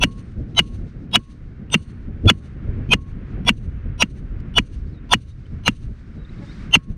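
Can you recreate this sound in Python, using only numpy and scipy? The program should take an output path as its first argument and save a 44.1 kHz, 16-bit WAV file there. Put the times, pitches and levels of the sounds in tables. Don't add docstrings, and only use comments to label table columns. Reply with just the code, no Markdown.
import sys
import numpy as np
from scipy.fft import rfft, irfft, next_fast_len
from scipy.io import wavfile
from scipy.ndimage import uniform_filter1d, minimum_filter1d, map_coordinates

SR = 44100
rng = np.random.default_rng(int(sys.argv[2]) if len(sys.argv) > 2 else 0)


def transcribe(signal):
    frames = np.atleast_2d(signal).T
    limited = np.clip(frames, -1, 1)
    pcm = np.round(limited * 32767).astype(np.int16)
    wavfile.write(sys.argv[1], SR, pcm)


N = 307377


def amp(db):
    return 10 ** (np.asarray(db) / 20)


def unit(x):
    return x / np.sqrt(np.mean(x ** 2) + 1e-20)


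def white(size):
    return rng.standard_normal(size)


def coloured(x, spectrum):
    m = next_fast_len(x.shape[-1] + 8192)
    f, db = np.transpose(spectrum)
    log_f = np.log(np.fft.rfftfreq(m, 1 / SR) + 1)
    gain = amp(np.interp(log_f, np.log(f), db, left=-120, right=-120))
    return irfft(rfft(x, m) * gain, m)[..., :x.shape[-1]]


def curves(rows):
    s, *cols = np.transpose(rows)
    return [np.interp(np.arange(N) / SR, s, c) for c in cols]


def wobble(rate):
    return map_coordinates(rng.standard_normal(int(N * rate / SR) + 4), [np.arange(N) * rate / SR])


def flicker(size, rate):
    return map_coordinates(rng.standard_normal(size // 64 + 4), [np.arange(size) * min(rate / SR, 1 / 64)])


def add(track, s, sound):
    at = round(s * SR)
    part = track[max(at, 0):at + len(sound)]
    part += sound[max(-at, 0):][:len(part)]


def ringing(modes, t, scatter_db, rough=0):
    out = np.zeros(len(t))
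    for hz, db, t60 in modes:
        decay = amp(db + scatter_db * rng.standard_normal() - 60 * t / t60)
        out += decay * (1 + rough * flicker(len(t), rate=200)) * np.sin(2 * np.pi * hz * t)
    return out


# time in seconds, buffet level in dB, flutter level in dB.
WIND = [(0, -24, -33.5), (.25, -38, -38), (.45, -28, -31.5), (.8, -33, -38), (1.1, -38, -36),
        (1.35, -37.5, -41.5), (1.7, -34.5, -38.5), (2.0, -34, -40.5), (2.2, -28.5, -33), (2.55, -37, -38),
        (2.72, -23.5, -29), (2.95, -24.5, -31), (3.1, -31, -40.5), (3.4, -26, -31), (3.7, -29, -38.5),
        (3.95, -26.5, -35.5), (4.2, -34.5, -41.5), (4.45, -30, -35.5), (4.8, -30.5, -41.5), (5.1, -36, -39),
        (5.3, -35, -44.5), (5.6, -28.5, -39.5), (5.9, -34, -42), (6.2, -38, -39), (6.6, -31.5, -33),
        (6.97, -33, -44)]
# centre in seconds, rise in dB, width in seconds.
GUSTS = [(0.392, 8.5, .02), (1.18, 7, 0.012), (1.82, 9, 0.013), (2.262, 20.5, .02), (2.9, 3, 0.032),
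         (3.202, 0, 0.032), (3.861, 4.5, 0.0066), (4.119, 8, 0.012), (4.369, 4, 0.033), (4.7, 3.5, 0.012),
         (5.14, 10.5, 0.03), (5.921, 8, 0.017), (6.769, 7.5, 0.015)]
# frequency in Hz, density in dB per Hz.
BUFFET = [(12, -29), (25, -0.5), (50, -1), (100, -3.5), (140, -11), (220, -43)]
FLUTTER = [(70, -35.5), (130, 1.5), (224, -2.5), (400, -16.5), (570, -26), (770, -31), (1100, -55)]
FLAP = [(80, -23), (150, 1.5), (300, -3), (600, -18), (900, -39)]


def port_wind():
    buffet_db, flutter_db = curves(WIND)
    t = np.arange(N) / SR
    thump_db = sum(db * np.exp(-.5 * ((t - s) / width) ** 2) for s, db, width in GUSTS)
    buffet_db = buffet_db + thump_db + 1.2 * wobble(9)
    flutter_db = flutter_db + .3 * thump_db + 1.2 * wobble(7)
    lumps = wobble(22)
    buffet = unit(amp(1.6 * lumps) * coloured(white(N), BUFFET))
    flutter = unit(amp(2.1 * lumps + 2.2 * wobble(30)) * coloured(white(N), FLUTTER))
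    flap = unit(amp(2.0 * wobble(37)) * coloured(white(N), FLAP))
    flap_db = 1.7 * (buffet_db + 14.5) - 23.5
    return amp(buffet_db) * buffet + amp(flutter_db) * flutter + amp(flap_db) * flap


# time in seconds, rush level in dB, fizz level in dB.
RUSTLE = [(0, -59.5, -72), (.6, -60, -70.5), (1.1, -60.5, -73.5), (1.4, -63, -73.5), (1.7, -59, -78),
          (2.5, -58, -72), (2.81, -51.5, -73.5), (3.0, -59, -77.5), (3.36, -52, -73.5), (3.55, -60, -79.5),
          (3.9, -54.5, -77), (4.2, -59, -75), (4.5, -55, -76.5), (4.8, -61, -70.5), (5.1, -57.5, -74.5),
          (5.32, -66, -72), (5.59, -56.5, -69.5), (5.85, -62, -72), (6.2, -57.5, -70.5), (6.5, -52, -58.5),
          (6.65, -50.5, -61), (6.97, -66.5, -77)]
# frequency in Hz, density in dB per Hz.
RUSH = [(500, -23.5), (900, -4.5), (1420, 1.5), (2200, -3.5), (3000, -12), (4500, -26.5), (7000, -37)]
FIZZ = [(2000, -18.5), (3700, -2.5), (5500, -7.5), (7300, -15.5), (8800, -17.5), (10500, -30), (15000, -47)]


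def scrub_wind():
    rush_db, fizz_db = curves(RUSTLE)
    rush = unit(amp(0.53 * wobble(27)) * coloured(white(N), RUSH))
    fizz = unit(amp(2.4 * wobble(25)) * coloured(white(N), FIZZ))
    return amp(rush_db) * rush + amp(fizz_db) * fizz


# frequency in Hz, density in dB per Hz.
SELF_NOISE = [(7000, -19.5), (11000, -3.5), (13000, 0), (15600, -4)]


def self_noise():
    return amp(-98.5) * unit(coloured(white(N), SELF_NOISE))


# hiss level in dB, level of the common tones in dB, then four tones
# of its own, each as frequency in Hz, level in dB.
SWELL = [(-17.5, -3, 2675, -13, 2600, -18, 3370, -18.5, 5910, -23.5),
         (-25, -1, 2100, -23, 3046, -11.5, 3900, -19, 6314, -20.5),
         (-16.5, -2.5, 3800, -13, 2777, -19, 3330, -12, 5200, -24.5),
         (-24, -9.5, 3600, -22.5, 3246, -26, 8300, -24, 6100, -24),
         (-18, -2, 1361, -16.5, 2478, -14.5, 3406, -6.5, 4350, -22),
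         (-18, -1, 2594, -14, 2500, -4.5, 3138, -10.5, 6330, -23),
         (-18, -2, 2018, -18.5, 2380, -18, 3396, -12, 5600, -21.5),
         (-20.5, 2, 2578, -18, 2858, -17, 3900, -25.5, 5745, -17.5),
         (-24.5, -3, 2950, -11, 3127, -27, 3413, -14, 5750, -26),
         (-17, 4, 985, -11.5, 3300, -16.5, 3530, -13, 5920, -20.5),
         (-23, -6, 2282, -24, 2858, -17.5, 4090, -23.5, 6233, -24),
         (-20, -2.5, 2018, -21, 2780, -4.5, 3045, -5.5, 6320, -18.5)]
# frequency in Hz, level in dB.
COMMON = [(700, -27), (890, -30.5), (980, -22), (1360, -28.5), (3450, -25), (4340, -30), (4900, -33.5),
          (5500, -33.5), (6450, -35), (8800, -33), (10300, -37)]
# frequency in Hz, density in dB per Hz.
HISS = [(300, -21), (700, -7), (2000, -19), (2900, -1.5), (3700, -15.5), (6000, -25), (7300, -35.5),
        (9500, -26.5), (11500, -37), (13000, -48.5), (15500, -55)]
SIZZLE = [(6000, -30), (8500, -2), (10500, 0), (13000, -10), (15600, -14.5)]


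def swell(lead=0.044, top=0.047):
    out, size = np.zeros(N), SR // 16
    t = np.arange(size) / SR
    since = np.clip(t - t[-1] + lead, 0, None)
    started = since > 0
    growth = 0.0072 + np.sin(np.pi / 2 * since / top) ** 4.9
    rise = growth * started * np.clip((t[-1] - t) / .002, 0, 1)
    tick = amp(-45 - 60 * np.abs(since - .004) / 0.013) * started
    for (s, *_), (hiss_db, common_db, *own) in zip(BLOWS, SWELL):
        tones = list(np.reshape(own, (-1, 2)))
        for hz, db in COMMON:
            detuned_hz = hz * (1 + .012 * rng.standard_normal())
            tones.append((detuned_hz, db + common_db + 1.8 * rng.standard_normal()))
        chord = np.zeros(size)
        for hz, db in tones:
            tone = np.sin(2 * np.pi * (hz * t + rng.random()))
            chord += amp(db) * (1 + 0.63 * flicker(size, rate=250)) * tone
        hiss = unit(coloured(white(size), HISS))
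        sizzle = amp(-25) * unit(coloured(white(size), SIZZLE))
        add(out, s - t[-1], rise * (chord + amp(hiss_db) * (hiss + sizzle)) + tick * hiss)
    return out


# multiple of its pitch, level in dB, 60 dB decay time in seconds.
STAKE = [(0.347, -15, 0.04), (0.471, -10.5, .03), (0.582, -13, 0.012), (.68, -18.5, .025),
         (0.821, -8.5, 0.023), (0.931, -13.5, 0.023), (1.002, 4.5, 0.032), (1.061, -18.5, 0.016),
         (1.16, -19.5, 0.037), (1.533, -21, 0.039), (2.05, -20, 0.027), (2.35, -17.5, 0.022),
         (3.05, -36, 0.04), (.55, 1.5, .007)]
# frequency in Hz, density in dB per Hz.
CRACK = [(180, -32), (400, -6.5), (1000, -17), (2000, -6), (2900, -0.5), (3700, -21), (6500, -21.5),
         (9000, -32), (12000, -42.5), (15500, -63.5)]


def clank(t, pitch_hz):
    modes = [(k * pitch_hz, db, t60) for k, db, t60 in STAKE]
    stake = ringing(modes, t, scatter_db=2.44, rough=0.2)
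    noise = unit(coloured(white(len(t)), CRACK))
    crack = noise * (1 - np.exp(-t / 0.00082)) * (amp(-3 - 60 * t / 0.014) + amp(-12.5 - 60 * t / 0.036))
    crack += noise * amp(-17.5 - 60 * np.abs(t - .0065) / 0.014)
    return amp(-6) * stake + crack


# frequency in Hz, level in dB, 60 dB decay time in seconds.
THUD = [(124, -5.5, 0.054), (160.3, -4, 0.073), (214.7, 2.5, 0.056), (274.4, 2, 0.04), (328, -8, 0.047)]


def thud(t):
    return (1 - np.exp(-(t / 0.0079) ** 3)) * ringing(THUD, t, scatter_db=2.5)


# frequency in Hz, level in dB, 60 dB decay time in seconds.
HANDLE = [(1093, 0, .9)]
HEAD = [(2880, 6, .3), (4330, 1, .5), (6130, -7, .4), (8640, -2, .5), (10500, -12, .35)]


def hammer_ring(t, handle_db, head_db):
    grip = np.exp(-(t / .185) ** 4) * (1 - np.exp(-(t / .036) ** 4))
    handle = grip * ringing(HANDLE, t, scatter_db=0.5, rough=0.17)
    head = (1 - np.exp(-t / .04)) * ringing(HEAD, t, scatter_db=2.0, rough=0.94)
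    return amp(handle_db) * handle + amp(head_db) * head


# delay in seconds, level in dB before scatter, spread in seconds.
ECHOES = [(.04, -59, 0.053), (.086, -50.5, 0.0086), (.12, -67.5, .04), (.16, -61.5, 0.013),
          (.25, -73, 0.063)]
# frequency in Hz, density in dB per Hz.
FAR = [(1500, -17), (2900, -1), (3300, -8), (3650, -4), (4350, -5), (5200, -16.5), (6100, -4),
       (7000, -15.5), (8000, -19), (8650, -7.5), (9300, -18.5), (10500, -15.5), (11300, -40.5)]


def echoes(t):
    puffs = np.zeros(len(t))
    for lag, db, spread in ECHOES:
        puffs += amp(db + 2.5 * rng.standard_normal()) * np.exp(-.5 * ((t - lag) / spread) ** 2)
    return puffs * unit(coloured(white(len(t)), FAR))


# start in seconds, crack level in dB, stake pitch in Hz, thud level in dB,
# handle ring level in dB, head ring level in dB, echo level in dB.
BLOWS = [(0.0366, -2.5, 2836, 1, -40, -55, -1.5), (0.5912, -0.5, 2873, -2, -44.5, -60, -2),
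         (1.1571, -1, 2926, -4.5, -46, -65, -4.5), (1.743, -2.5, 2774, -1.5, -52.5, -56.5, -3),
         (2.2991, 0.5, 2905, -3, -52, -64, -4.5), (2.935, -3, 2830, -2.5, -43.5, -68, -8),
         (3.4915, -2, 2784, -4, -63.5, -74.5, -5), (4.0232, -1, 2797, -4, -60, -73, -5.5),
         (4.5827, -2, 2862, -2.5, -59.5, -67, -4), (5.136, -0.5, 2883, -3, -60, -72, -3.5),
         (5.679, -1.5, 2766, -1.5, -57.5, -63, -3.5), (6.7542, -4.5, 2764, 0.5, -47.5, -68.5, -8)]


def hammer():
    out, t = np.zeros(N), np.arange(SR // 2) / SR
    for s, crack_db, pitch_hz, thud_db, handle_db, head_db, echo_db in BLOWS:
        blow = amp(crack_db) * clank(t, pitch_hz) + amp(thud_db) * thud(t)
        blow += hammer_ring(t, handle_db, head_db) + amp(echo_db) * echoes(t)
        add(out, s, blow)
    return out


# time of the peak in seconds, level in dB.
TICKS = [(.185, -62), (.321, -65.5), (2.259, -51), (4.404, -58.5), (5.467, -64)]


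def faint_ticks():
    out, t = np.zeros(N), np.arange(SR // 50) / SR
    spectrum = [(800, -19), (1500, 0.0), (8500, -23.5), (10000, -45.5)]  # Hz, dB per Hz
    for s, db in TICKS:
        puff = amp(-60 * np.abs(t - .003) / 0.021) * white(len(t))
        add(out, s - .003, amp(db) * unit(coloured(puff, spectrum)))
    return out


# time in seconds, frequency in Hz, level in dB.
WHISTLES = [
    [(4.86, 4280, -89.5), (4.868, 4400, -66.5), (4.91, 5230, -76.5), (4.915, 5150, -80.5)],
    [(5.26, 3910, -66), (5.27, 3950, -71), (5.306, 3680, -62.5), (5.322, 3840, -62), (5.34, 3490, -87)],
    [(6.16, 3926, -79), (6.198, 3832, -64), (6.226, 3870, -63), (6.24, 3760, -78)],
    [(6.46, 3620, -68), (6.488, 3640, -54), (6.51, 3822, -48.5), (6.53, 4800, -59), (6.54, 4670, -70)],
]


def whistles(out):
    for note in WHISTLES:
        s, hz, db = np.transpose(note)
        t = np.arange(s[0], s[-1], 1 / SR)
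        phase = 2 * np.pi * np.cumsum(np.interp(t, s, hz)) / SR
        add(out, s[0], amp(np.interp(t, s, db)) * np.sin(phase))


# middle in seconds, first frequency in Hz, last frequency in Hz, level in dB.
TWITTER = [(4.928, 4900, 3600, -64), (4.944, 4600, 3450, -60), (4.96, 4200, 3450, -61),
           (4.975, 3950, 3550, -61), (4.988, 3850, 3600, -63)]


def twitter(out):
    t = np.arange(SR // 50) / SR
    for s, high_hz, low_hz, db in TWITTER:
        fall = 2 * np.pi * (high_hz * t + (low_hz - high_hz) * t * t / (2 * t[-1]))
        add(out, s - t[-1] / 2, amp(db) * np.hanning(len(t)) * np.sin(fall))


# middle in seconds, middle frequency in Hz, level in dB.
CHIPS = [(6.253, 3700, -56), (6.297, 3900, -56), (6.297, 2100, -53), (6.34, 2100, -51), (6.34, 2700, -55),
         (6.387, 2150, -52), (6.39, 3750, -57), (6.43, 2200, -52), (6.473, 2050, -54), (6.517, 2250, -51),
         (6.61, 2250, -55), (6.693, 2100, -53), (5.46, 3050, -60)]


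def chips(out):
    t = np.arange(SR // 50) / SR
    for s, hz, db in CHIPS:
        rasp = 1 + .6 * flicker(len(t), rate=400)
        rise = 2 * np.pi * hz * (.95 * t + 2.5 * t * t)
        add(out, s - t[-1] / 2, amp(db) * np.hanning(len(t)) * rasp * np.sin(rise))


# frequency in Hz, level in dB.
HONK = [(566, -44), (849, -50), (1115, -56), (1690, -54)]


def honk(out):
    t = np.arange(SR // 19) / SR
    partials = sum(amp(db) * np.sin(2 * np.pi * hz * t) for hz, db in HONK)
    add(out, 6.405, np.hanning(len(t)) ** .5 * partials)


def birds():
    out = np.zeros(N)
    whistles(out)
    twitter(out)
    chips(out)
    honk(out)
    return out * (1 + .2 * wobble(120))


def scene():
    mono = port_wind() + scrub_wind() + self_noise() + swell() + hammer() + faint_ticks() + birds()
    return np.tile(mono, (2, 1))


def record(dry):
    highs = coloured(dry, [(300, -40.0), (700, 2.0), (22000, -6.0)])
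    loud = np.abs(highs[0]) > .3
    hold, glide, late = round(.06 * SR), round(.045 * SR), round(.088 * SR)
    delayed = np.pad(loud, (late, 0))[:N]
    duck = -uniform_filter1d(minimum_filter1d(-1. * delayed, hold), glide)
    x = amp(-7 * duck) * highs + amp(-4 * duck) * (dry - highs)
    x = x / (1 + np.abs(x / .98) ** 5) ** (1 / 5)
    top_hz = 15700
    return coloured(x, [(1, 0), (top_hz, 0), (top_hz + 50, -60)])


dry = scene()
out = record(dry)
transcribe(out)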